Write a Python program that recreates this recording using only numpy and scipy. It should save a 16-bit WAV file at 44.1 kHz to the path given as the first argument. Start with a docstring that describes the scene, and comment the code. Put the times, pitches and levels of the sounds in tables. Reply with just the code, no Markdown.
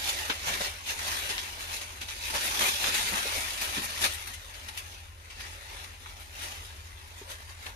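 """At the edge of a corn field, dry leaves rustle close by in uneven swells of wind.
Each swell is a mass of tiny scrapes and crackles of leaf on leaf; single leaves flick, brush past and
bump softly, and brittle stalks snap. Near the end something hollow is tapped once.
An engine idles far off under the hush of the field. Each microphone port colours the treble its own way.
"""
import sys
import numpy as np
from scipy import signal
from scipy.fft import rfft, irfft, next_fast_len
from scipy.io import wavfile
from scipy.ndimage import uniform_filter1d, map_coordinates

SR = 44100
rng = np.random.default_rng(int(sys.argv[2]) if len(sys.argv) > 2 else 0)


def generate_wav(signal):
    """Clip the signal to [-1, 1] and save it as 16-bit WAV at the path in sys.argv[1]."""
    frames = np.transpose(np.atleast_2d(signal))
    scaled = np.clip(frames, -1, 1) * 32767
    pcm = np.round(scaled).astype(np.int16)
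    wavfile.write(sys.argv[1], SR, pcm)


N = 341775
FFT_SIZE = next_fast_len(N + 8192)
BIN_HZ = np.fft.rfftfreq(FFT_SIZE, 1 / SR)
TIME = np.arange(N) / SR


def amp(db):
    """Decibels to gain."""
    return 10 ** (np.asarray(db) / 20)


def unit(x):
    """Scale to rms 1."""
    return x / np.sqrt(np.mean(x ** 2) + 1e-20)


def over_frequency(points):
    """Join (Hz, value) points on a log axis, one value per bin."""
    hz, values = np.transpose(points)
    return np.interp(np.log(BIN_HZ + 1), np.log(hz + 1), values)


def over_time(points):
    """Join (seconds, value) points, one value per sample."""
    return np.interp(TIME, *np.transpose(points))


def wobble(rate):
    """A smooth random curve, rate knots a second."""
    return map_coordinates(rng.standard_normal(int(N * rate / SR) + 4), [TIME * rate])


def stereo(pair, spectrum):
    """Colour two unrelated signals and blend them into a sound of rms 1 that comes from the right."""
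    # Each row: frequency in Hz, likeness of left and right from 0 to 1.
    likeness = [(80, 0.88), (250, 0.66), (560, 0.51), (1000, 0.82), (1380, 0.58), (2500, 0.33), (3300, 0.4),
                (4500, 0.084), (6000, 0.024), (14000, 0.034)]
    # Each row: frequency in Hz, lag of the left port in ms.
    left_lag = [(200, 0.13), (800, 0.25), (1400, 0.35), (3000, 0.48), (5000, 0.493)]
    coloured = rfft(pair, FFT_SIZE) * amp(over_frequency(spectrum))
    spread = np.arccos(np.clip(over_frequency(likeness), 0, 1)) / 2
    mid, side = coloured[0] * np.cos(spread), coloured[1] * np.sin(spread)
    delay = np.exp(-2j * np.pi * BIN_HZ * over_frequency(left_lag) / 1000)
    return unit(irfft([(mid + side) * delay, mid - side], FFT_SIZE)[:, :N])


def stroke(peak_s, rise, t60):
    """Envelope of a sliding contact: it swells to its peak, holds a moment and falls ever faster."""
    first, last = max(round((peak_s - .1) * SR), 0), min(round((peak_s + .3) * SR), N)
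    t = TIME[first:last] - peak_s
    attack = np.exp(-.5 * (t / rise) ** 2)
    decay = np.exp(-np.log(1000) * np.abs(t / t60) ** 1.56)
    envelope = np.zeros(N)
    envelope[first:last] = np.where(t < 0, attack, decay)
    return envelope


def burst(peak_s, db, rise, t60, hz, width):
    """A short push of noise through one broad resonance, from hz / width to hz * width."""
    band = signal.butter(2, [hz / width, min(hz * width, .45 * SR)], "bandpass", fs=SR, output="sos")
    noise = unit(signal.sosfilt(band, rng.standard_normal(N)))
    return amp(db) * stroke(peak_s, rise, t60) * noise


def friction(slips_per_s, grain_share, patchy_db):
    """Leaf on leaf: tiny slips of uneven size over a smooth hiss; the colour shifts as contacts change."""
    slips = (rng.random(N) < slips_per_s / SR) * rng.standard_normal((2, N))
    hiss = rng.standard_normal((2, N))
    rub = np.sqrt(grain_share) * unit(slips) + np.sqrt(1 - grain_share) * hiss
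    spectra = signal.stft(rub, nperseg=1024)[2]

    def patches(bins):
        """Resonances of one width that come and go."""
        ridges = uniform_filter1d(rng.standard_normal(spectra.shape[1:]), bins, axis=0)
        return unit(uniform_filter1d(ridges, size=5, axis=1))

    gain_db = patchy_db * unit(patches(bins=4) + 0.38 * patches(bins=24))
    return signal.istft(spectra * amp(gain_db), nperseg=1024)[1][:, :N]


def catches(typical_per_s, life_s, depth_db):
    """Leaves catch and let go at an uneven pace: the level jumps and sinks back."""
    count = np.cumsum(typical_per_s * amp(5 * wobble(40)) / SR)
    kicks = np.diff(np.floor(count), prepend=0) * rng.uniform(0.1, 1, N)
    surge = signal.lfilter([1], [1, -np.exp(-1 / (life_s * SR))], kicks)
    return unit(amp(depth_db * unit(surge - surge.mean())))


def contact_power(db, body_db, fizz_db):
    """Power of one leaf contact in three registers: scrape, body and fizz."""
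    return amp([[db], [db + body_db], [db + fizz_db]]) ** 2


def leaves():
    """Wind, sweeping blades and single flicks drive the same friction through three leaf registers."""
    # Dry scrape, papery body and high fizz. Each row: frequency in Hz, spectral level in dB.
    registers = [(300, -54), (900, -19.5), (1400, -8.5), (1850, 1.5), (2100, 0.5), (2600, 2.5), (3100, 1.5),
                 (3650, 1), (4300, 0.5), (6800, 1), (8500, -8.5), (14000, -57)], [(50, -10), (120, -2.5), (165, -8), (220, 1), (300, -2), (385, 2.5),
                                 (480, -2.5), (560, 3), (680, -1.5), (880, 2.5), (1100, 0.5), (1500, -0.5),
                                 (4000, -39)], [(3000, -44), (6500, -7.5), (8300, 2), (14000, -3.5)]
    # Wind in the near leaves. Each row: time in seconds, strength in dB.
    wind = [(0, -30.5), (.2, -32), (.42, -38), (.68, -35), (.82, -43.5), (1.08, -32), (1.6, -39.5),
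            (2.0, -43), (2.2, -41), (2.42, -29), (3.35, -30.5), (4.15, -37.5), (4.47, -46), (4.9, -45),
            (5.14, -54), (5.52, -44.5), (6.1, -50), (6.6, -44.5), (6.95, -50.5), (7.22, -46), (7.75, -51)]
    # Blades brush along their neighbours, swelling evenly up and down. Each row: peak time in seconds,
    # scrape level in dB, half length in seconds, body and fizz in dB against the scrape.
    sweeps = [(0.515, -30.5, 0.059, -11, 0.5), (0.625, -31, 0.026, -15, -1),
              (0.902, -28, 0.025, -15.5, 1.5), (1.14, -31.5, 0.067, -18, 0.5),
              (1.739, -34.5, 0.046, -14.5, 2), (2.28, -35, 0.051, -23, 3.5), (2.358, -26.5, 0.016, -7, 3),
              (2.465, -32.5, .025, -7, 11), (2.662, -26.5, 0.046, -10, 4), (2.857, -28, 0.035, -11, 1),
              (3.08, -28, 0.02, -27, 0), (3.158, -33, 0.039, -8, 3), (3.776, -30.5, 0.025, -10.5, -0.5),
              (3.848, -34, 0.015, -7, 11), (4.027, -25, 0.013, -11, 4), (4.144, -42, 0.017, -16, 13.5),
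              (5.452, -41, 0.059, -14, -5), (5.812, -43.5, 0.079, -11, -2), (6.094, -46.5, 0.028, -11, 0),
              (6.45, -36, 0.057, -11, 2), (6.648, -53, 0.024, -2, 10), (7.193, -46, .025, -8, 2),
              (7.318, -40, 0.019, -11.5, 3), (7.65, -43.5, .034, -11, 0)]
    # Single leaves flick. Each row: peak time in seconds, scrape level in dB,
    # seconds to fall 60 dB, body and fizz in dB against the scrape.
    flicks = [(.094, -25, 0.065, -33, 1.5), (.302, -29, 0.083, -4.5, -15), (.539, -27, 0.04, -24, -1),
              (.611, -30.5, 0.045, -5, 1), (.993, -33.5, 0.052, -23.5, 3), (1.297, -27, 0.14, -14, -2.5),
              (1.39, -29.5, 0.057, -21, -10), (1.817, -34, 0.14, -19, -2), (2.016, -31.5, 0.09, -15, -4),
              (2.09, -35, 0.27, -22, -4), (2.596, -25.5, .03, -27, 3), (2.612, -22.5, 0.098, -11.5, -2),
              (2.945, -26.5, 0.28, -13.5, 4.5), (3.616, -29.5, 0.17, -11.5, 6),
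              (4.045, -20, 0.097, -14.5, 1), (4.277, -37.5, 0.05, -26, 8), (4.34, -40, 0.058, -20, 4.5),
              (4.543, -42, 0.1, -18, -2), (4.688, -37.5, .055, -11, 2), (4.777, -34, 0.082, -25, 4),
              (5.305, -40.5, 0.088, -20, -7), (5.406, -38, 0.089, -23, -2), (5.842, -40.5, .054, -16, 0),
              (6.202, -45.5, 0.14, -9, 3), (7.494, -44, 0.082, -16, -1), (7.664, -41.5, 0.18, -5.5, -2)]
    # Where the near leaves are. Each row: time in seconds, lean to the left in dB.
    pan = [(0, -2.5), (1.3, -.2), (2.7, -1.1), (3.8, 0.3), (4.05, 1.3), (5.3, 0.4), (7.75, -0.3)]
    rub = friction(slips_per_s=2500, grain_share=0.26, patchy_db=2.5)
    flutter = catches(typical_per_s=48, life_s=0.02, depth_db=1.22)
    wind_db, stiff_breeze_db = over_time(wind), -30
    gust_db = wind_db - stiff_breeze_db
    # Stronger wind is brighter: the fizz grows faster than the body.
    wind_body_db = stiff_breeze_db - 12.5 + 0.81 * gust_db
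    wind_fizz_db = stiff_breeze_db + 1.9 + 1.097 * gust_db
    power = amp([wind_db, wind_body_db, wind_fizz_db]) ** 2
    for peak_s, db, half_s, body_db, fizz_db in sweeps:
        swell = np.exp(-np.minimum(((TIME - peak_s) / half_s) ** 2, 50))
        power += contact_power(db, body_db, fizz_db) * swell
    power *= flutter ** 2
    for peak_s, db, t60, body_db, fizz_db in flicks:
        power += contact_power(db, body_db, fizz_db) * stroke(peak_s, rise=0.004, t60=t60) ** 2
    rustle = sum(gain * stereo(rub, register) for gain, register in zip(np.sqrt(power), registers))
    pan_db = over_time(pan)
    return rustle * amp([pan_db / 2, -pan_db / 2])


def engine():
    """A far engine idles: only its firing rate, the octave and a gently swelling rumble carry."""
    # The hum of the idle. Each row: pitch in Hz, level in dB.
    idle_tones = [(43.05, -53.5), (86.1, -51.5)]
    # The low rumble. 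Each row: frequency in Hz, spectral level in dB.
    rumble_colour = [(15, -20), (30, -20), (40, -6), (52, -4.5), (62, -6.5), (75, 1.5), (88, -9.5),
                     (105, -16), (135, -23), (250, -50), (800, -76)]
    drifting_time = TIME + 0.00023 * wobble(0.75)
    hum = np.zeros(N)
    for hz, db in idle_tones:
        gain = np.sqrt(2) * amp(db + 0.59 * wobble(3.7))
        hum += gain * np.sin(2 * np.pi * (hz * drifting_time + rng.random()))
    swell_db = 1.6 * wobble(8)
    rumble = amp(-49.5 + swell_db) * stereo(rng.standard_normal((2, N)), rumble_colour)
    return (hum + rumble) * amp([[.4], [-.4]])  # a touch louder on the left


def field():
    """The distant crop blurs into an even hush."""
    # Each row: frequency in Hz, spectral level in dB.
    hush_colour = [(60, -23), (170, 2), (400, 3), (900, -14), (1400, 3), (2400, -3), (7000, -0.5),
                   (14000, -2)]
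    return amp(-56.5) * stereo(rng.standard_normal((2, N)), hush_colour)


def snaps():
    """Brittle fibres in stalks and blades break with almost no rise; each port hears its own crackle."""
    # Each row: peak time in seconds, level in dB, seconds to fall 60 dB, pitch in Hz.
    breaks = [(.298, -25, 0.086, 2200), (.541, -37, .025, 3200), (1.381, -21, 0.0092, 3000),
              (2.592, -18, 0.014, 5000), (2.841, -22, .03, 2400), (2.946, -27, .033, 3000),
              (3.139, -28, .025, 3200), (4.042, -17, .005, 3200), (4.687, -31, .008, 3500),
              (5.407, -38, .025, 2200), (6.06, -39.5, .034, 1410), (7.665, -33, 0.026, 2390)]
    crackle = np.zeros((2, N))
    for port in crackle:
        for peak_s, db, t60, hz in breaks:
            port += burst(peak_s, db, rise=.0003, t60=t60, hz=hz, width=1.9)
    return crackle


def bumps():
    """Heavier leaves bump in dull, short pushes, alike at both ports."""
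    # Each row: peak time in seconds, level in dB, rise in seconds, pitch in Hz.
    pushes = [(.301, -38, 0.0031, 261), (.5, -46, 0.026, 136), (1.573, -54, 0.0044, 594),
              (3.135, -35.5, 0.0079, 230), (3.258, -43.5, .007, 450), (3.785, -32.5, 0.0091, 220)]
    return sum(burst(peak_s, db, rise, t60=0.063, hz=hz, width=1.35) for peak_s, db, rise, hz in pushes)


def knock(start_s):
    """Something hollow is tapped once and rings briefly."""
    # Each row: pitch in Hz, relative level in dB, seconds to fall 60 dB.
    hollow_modes = [(395, 2.5, 0.043), (310, -10, 0.069), (910, -14, 0.087)]
    t = np.maximum(TIME - start_s, 0)
    ring = sum(amp(db - 60 * t / t60) * np.sin(2 * np.pi * hz * t) for hz, db, t60 in hollow_modes)
    attack = 1 - np.exp(-t / .003)
    return amp(-33) * ring * attack


def scene():
    """Near leaves and one knock over the far engine and the field."""
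    return leaves() + snaps() + bumps() + knock(start_s=7.214) + engine() + field()


def record(dry):
    """Each microphone port has its own notch in the treble; nothing passes above the band limit."""
    # The colour of each port. Each row: frequency in Hz, gain in dB.
    left_port = [(300, -2.5), (900, 1.5), (1900, 1), (3800, 0.5), (5000, -6.5), (6400, -14), (7150, -24),
                 (7900, -12), (9000, -5), (10800, -4), (12000, -8), (14200, -9.5)]
    right_port = [(300, -2.5), (900, 0.5), (2100, -3.5), (4200, -3), (6300, -4.5), (7000, -6.5),
                  (7700, -14), (8200, -36), (8900, -19), (9700, -16.5), (10800, -16), (12800, -5.5),
                  (14200, -13.5)]
    band_limit_hz = 14400
    response = amp([over_frequency(left_port), over_frequency(right_port)]) * (BIN_HZ < band_limit_hz)
    return irfft(rfft(dry, FFT_SIZE) * response, FFT_SIZE)[:, :N]


dry = scene()
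out = record(dry)
generate_wav(out)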